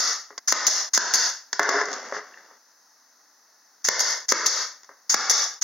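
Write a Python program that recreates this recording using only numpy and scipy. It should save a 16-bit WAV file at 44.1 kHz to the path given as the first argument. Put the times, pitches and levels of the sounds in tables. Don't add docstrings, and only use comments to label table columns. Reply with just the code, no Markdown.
import sys
import numpy as np
from scipy import signal
from scipy.fft import rfft, irfft, next_fast_len
from scipy.io import wavfile
from scipy.ndimage import uniform_filter1d, map_coordinates

SR = 44100
rng = np.random.default_rng(int(sys.argv[2]) if len(sys.argv) > 2 else 0)


def master_out(mix):
    frames = np.transpose(np.atleast_2d(mix))
    ceiling = np.clip(frames, -1, 1)
    pcm = np.round(ceiling * 32767).astype(np.int16)
    wavfile.write(sys.argv[1], SR, pcm)


N = 248283
LEAD = SR // 2
AGE = np.arange(SR) / SR
FRAME_HZ = 545
REBOUND_S, REBOUND_DB = .021, -7

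# f/Hz, level/dB
THUD_SPECTRUM = [(40, -4.5), (150, 10), (300, 7.5), (1000, 5.5), (2000, 6.5), (4000, -21.5), (8000, -25),
                 (15000, -25)]
# f/Hz, level/dB
CLICK_SPECTRUM = [(100, -23.5), (1000, -3), (3000, 2), (6500, 3), (10000, 10.5), (15000, 9)]


def amp(db):
    return 10 ** (np.asarray(db) / 20)


def along(points, hz):
    f, values = np.transpose(points)
    return np.interp(np.log(hz + 1), np.log(f + 1), values)


def colour(x, spectrum):
    n = x.shape[-1]
    m = 2 * next_fast_len(n // 2 + 4096)
    gain = amp(along(spectrum, np.fft.rfftfreq(m, 1 / SR)))
    cepstrum = irfft(np.log(gain))
    cepstrum[1:m // 2] *= 2
    cepstrum[m // 2 + 1:] = 0
    return irfft(rfft(x, m) * np.exp(rfft(cepstrum)), m)[..., :n]


def delayed(x, seconds):
    return np.pad(x, ((0, 0), (round(seconds * SR), 0)))[:, :SR]


def swell(rise, hold, t60):
    return (1 - np.exp(-AGE / rise)) * amp(-60 * np.maximum(AGE - hold, 0) / t60)


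def flutter_noise(envelope, flutter_db):
    flutter = map_coordinates(rng.standard_normal(256), [AGE * 250])
    return rng.standard_normal((2, SR)) * envelope * amp(flutter_db * flutter)


def impact(hold, t60):
    shape = np.sqrt(swell(0.00035, hold, t60))
    burst = rng.standard_normal((2, SR)) * shape
    whitened = irfft(np.exp(1j * np.angle(rfft(burst))))
    return whitened * shape * np.linalg.norm(shape)


def ring(hz, t60):
    return np.sin(2 * np.pi * hz * AGE) * (1 - np.exp(-2 * hz * AGE)) * amp(-60 * AGE / t60)


def struck(modes):
    scatter_db = rng.normal(0, 2, len(modes))
    signs = rng.choice([-1, 1], len(modes))
    return sum(sign * amp(db + extra_db) * ring(hz, t60)
               for (hz, db, t60), extra_db, sign in zip(modes, scatter_db, signs))


def background(size, level_db=-60):
    # f/Hz, level/dB
    floor_spectrum = [(18, -81), (30, -44.5), (90, -34.5), (161, -20.5), (280, -9), (355, -14), (866, -4),
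                      (962, -4), (1910, -4), (2410, -21.5), (2610, -17), (2980, -23.5), (4780, -5),
                      (6380, -0.5), (7870, -35.5), (9220, -21), (16000, -18)]
    hiss = colour(rng.standard_normal((2, size)), floor_spectrum)
    noise = colour(hiss, [(25, 15), (100, -3)])
    return amp(level_db) * noise / noise.std()


def workshop(x, build_up_s=0.0087):
    # f/Hz, T60/s
    decay_times = [(150, 0.19), (500, 0.35), (1500, 0.38), (5500, 0.34), (12000, 0.27)]
    # f/Hz, level/dB
    room_spectrum = [(60, -7), (300, -9), (1500, -2.4), (5500, -3.9), (9000, -15), (15000, -22.5)]
    hz, t, bands = signal.stft(rng.standard_normal((2, SR)), SR, nperseg=256)
    t60 = along(decay_times, hz)[:, None]
    decay = amp(-60 * t / t60) * np.sqrt(2 * np.log(1000) / (t60 * SR))
    band_gain = amp(along(room_spectrum, hz))[:, None]
    tail = signal.istft(bands * decay * band_gain, SR, nperseg=256)[1][:, :SR]
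    early = amp(-5.5) * swell(rise=.002, hold=0.0056, t60=0.024)
    late = 1 - np.exp(-AGE / build_up_s)
    return x + signal.fftconvolve(x[:1], tail * (early + late), axes=1)[:, :SR]


def add(track, s, sound, gate_t60=.03):
    cutoffs = [0.389, 0.889, 2.58, 4.256, 5.591]
    end = min([cutoff for cutoff in cutoffs if cutoff > s], default=np.inf)
    gate = amp(-60 * np.maximum(s + AGE - end, 0) / gate_t60)
    start = LEAD + round(s * SR)
    track[:, start:start + SR] += workshop(sound) * gate


def contact(db, click_db, bench_db, soft_db=-9.5, hardness=.3):
    # f/Hz, level/dB, T60/s
    bench_modes = [(173, -8.5, 0.14), (295, 4.5, 0.1), (385, 1, 0.18), (421, 11, 0.13), (535, -3, 0.14),
                   (605, 2, 0.11), (696, 4.5, 0.091), (1160, -15.5, .06)]
    # f/Hz, level/dB, T60/s
    housing_modes = [(468, -7.5, 0.012), (1083, -1, 0.013), (1743, -12.5, .01)]
    knock = colour(impact(hold=0.0021, t60=.018), THUD_SPECTRUM)
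    knock += amp(click_db) * colour(impact(hold=.002, t60=0.018), CLICK_SPECTRUM)
    knock = colour(knock, [(7000, 0), (10000, soft_db + hardness * db)])
    knock[0] += amp(bench_db - 13.5) * struck(bench_modes) + struck(housing_modes)
    return amp(db) * knock


def boards(track, click_db=-22, bench_db=-6, ease_db=8):
    # t/s, level/dB
    bumps = [(.305, -32), (2.123, -16), (2.165, -19), (2.511, -40), (4.891, -33.5)]
    # t/s, level/dB, f/Hz
    creaks = [(2.323, -36, 1690), (2.338, -29.5, 2710), (2.342, -30, 1750), (2.374, -27.5, 1770)]
    # t/s, duration/s, level/dB
    slides = [(1.86, .26, -24), (2.13, .06, -21), (2.23, .34, -41)]
    # f/Hz, level/dB
    rub_spectrum = [(60, -17), (200, 7.5), (500, 7.5), (1000, 2.5), (2000, 1.5), (4000, -7.5), (6500, -9),
                    (15000, -22)]
    for s, db in bumps:
        bump = contact(db, click_db, bench_db)
        bump[0] += amp(db) * ring(FRAME_HZ, t60=.04)
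        add(track, s, bump)
        add(track, s + REBOUND_S, contact(db + REBOUND_DB, click_db, bench_db))
    for s, db, hz in creaks:
        add(track, s, amp(db) * np.array([ring(hz, t60=.015), np.zeros(SR)]))
    for s, length, db in slides:
        pressure = swell(rise=.008, hold=length, t60=.1) * amp(db - ease_db * AGE / length)
        add(track, s, colour(flutter_noise(pressure, flutter_db=2.5), rub_spectrum))


def gun_handling(track, rattle_db=-11, metal_db=4.5, rebound_max_db=-8):
    # t/s, level/dB, relative bench ring/dB
    knocks = [(1.594, 28, -8), (1.6885, 5, 1), (1.742, -11, 10), (1.813, -14.5, -1), (1.884, -22, 1.5)]
    # t/s, level/dB
    clacks = [(.378, -19.5), (1.529, -12), (1.630, 8.5), (1.691, 4.5), (1.855, -23.5), (1.9285, -20),
              (1.936, -22), (3.819, -51), (4.832, -39), (4.844, -41)]
    for s, db, bench_db in knocks:
        add(track, s, contact(db, rattle_db, bench_db))
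        rebound_db = min(db + REBOUND_DB, rebound_max_db)
        add(track, s + REBOUND_S, contact(rebound_db, rattle_db, bench_db))
    for s, db in clacks:
        add(track, s, contact(db - metal_db, metal_db, bench_db=-19))


def valve_spit(click_db):
    # f/Hz, level/dB
    valve_spectrum = [(100, -11), (500, -20), (1500, -9), (3500, -8.5), (6000, 0.5), (9000, 7.5),
                      (15000, -7)]
    spit = flutter_noise(swell(rise=0.0047, hold=0.0061, t60=0.35), flutter_db=2.0)
    spit += amp(click_db) * delayed(impact(hold=0.00033, t60=0.009), seconds=0.0075)
    return colour(spit, valve_spectrum)


def exhaust(bleed_db=-14.2, snap_db=3, piston_db=-11.5):
    # f/Hz, level/dB
    air_spectrum = [(100, -8.5), (500, -4), (1500, -17), (3500, -3.2), (6000, 1.5), (11000, 10),
                    (15000, -6)]
    dump = swell(rise=0.0019, hold=.016, t60=0.042)
    bleed = amp(bleed_db) * swell(rise=.01, hold=0.008, t60=0.36)
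    air = colour(flutter_noise(dump + bleed, flutter_db=3.4), air_spectrum)
    snap = colour(delayed(impact(hold=0.0014, t60=0.003), seconds=.0015), CLICK_SPECTRUM)
    piston_stop = colour(delayed(impact(hold=0.0064, t60=0.017), seconds=.012), THUD_SPECTRUM)
    return air + amp(snap_db) * snap + amp(piston_db) * piston_stop


def driver_crack(board_hz, frame_db, board_db=3, thud_db=-13):
    # f/Hz, level/dB
    crack_spectrum = [(40, 1.5), (200, 6), (700, 1), (2000, -2), (3000, -4), (6000, -3), (9000, 6),
                      (15000, -1.5)]
    crack = colour(impact(hold=0.0038, t60=.006), crack_spectrum)
    crack += amp(frame_db + thud_db) * colour(impact(hold=.003, t60=.006), THUD_SPECTRUM)
    crack[0] += amp(board_db) * ring(board_hz, t60=0.0054)
    crack[0] += .5 * amp(frame_db) * ring(FRAME_HZ, t60=0.006)
    return crack


def nailer(track, spit_db=-9.5, crack_db=37.3, puff_db=9.5, usual_hold_s=.15, build_db_per_s=55):
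    # pull t/s, strike t/s, release t/s, force level/dB, valve click level/dB,
    # board f/Hz, hollow frame level/dB
    shots = [(-.215, -.17, -.022, 0, -4, 1373, -10), (.474, .5232, .666, -3.5, 10, 1340, -5),
             (.933, .9754, 1.136, 3.5, -7, 1433, -12), (3.842, 3.886, 3.992, -3.5, 9, 1780, 3),
             (4.283, 4.321, 4.459, -1, -2, 1242, 9), (5.093, 5.1423, 5.295, 1.5, -4, 1230, 3),
             (5.612, 5.657, 5.81, -2, -10, 1230, 3)]
    for pull_s, strike_s, release_s, force_db, click_db, board_hz, frame_db in shots:
        add(track, pull_s, amp(spit_db + .5 * force_db) * valve_spit(click_db))
        add(track, strike_s, amp(crack_db + force_db) * driver_crack(board_hz, frame_db))
        built_up_db = build_db_per_s * (release_s - strike_s - usual_hold_s)
        add(track, release_s, amp(puff_db + built_up_db) * exhaust())


def gain_control(x, ceiling_db=-13.8, recovery_db_per_s=158):
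    # f/Hz, level/dB
    detector_response = [(500, -6), (2000, 1.3), (5000, 2.5), (15000, -13.5)]
    sensed = np.mean(colour(x, detector_response) ** 2, axis=0)
    power = np.abs(uniform_filter1d(sensed, SR // 300, origin=20))
    excess_db = np.maximum(10 * np.log10(power + 1e-12) - ceiling_db, 0)
    recovery_db = recovery_db_per_s * np.arange(x.shape[1]) / SR
    cut_db = np.maximum.accumulate(excess_db + recovery_db) - recovery_db
    return x * amp(-uniform_filter1d(cut_db, size=SR // 800))


def scene(balance_db=0.72):
    # f/Hz, level/dB
    mic_response = [(30, -33.5), (90, -31), (400, -11), (1300, -3), (2050, -3), (2500, -21.5),
                    (2750, -11.5), (3050, -19), (3500, -7.5), (4000, -12), (4650, -1.5), (6600, 1.5),
                    (7400, -19.5), (8250, -49), (9500, -29), (15500, -24)]
    # f/Hz, level/dB
    side_response = [(60, -4.5), (110, -8), (200, -14), (380, -15), (700, -13), (1290, -13.5),
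                     (2380, -11.5), (4400, -4), (8120, 2), (15000, -5.5)]
    track = np.zeros((2, LEAD + N + 2 * SR))
    nailer(track)
    gun_handling(track)
    boards(track)
    heard = colour(track[:, :LEAD + N + SR // 10], mic_response)
    mid, side = heard + background(heard.shape[1])
    side = amp(-4) * colour(side, side_response)
    ports = np.array([(mid + side) * amp(balance_db), (mid - side) * amp(-balance_db)])
    return gain_control(ports)[:, LEAD:LEAD + N]


def record(dry, top_hz=16000):
    # f/Hz, level/dB
    wind_filter = [(20, -15), (50, -14), (110, -3.5), (220, 0.5)]
    m = next_fast_len(N + SR // 2)
    passband = np.fft.rfftfreq(m, 1 / SR) < top_hz
    return irfft(rfft(colour(dry, wind_filter), m) * passband, m)[:, :N]


dry = scene()
out = record(dry)
master_out(out)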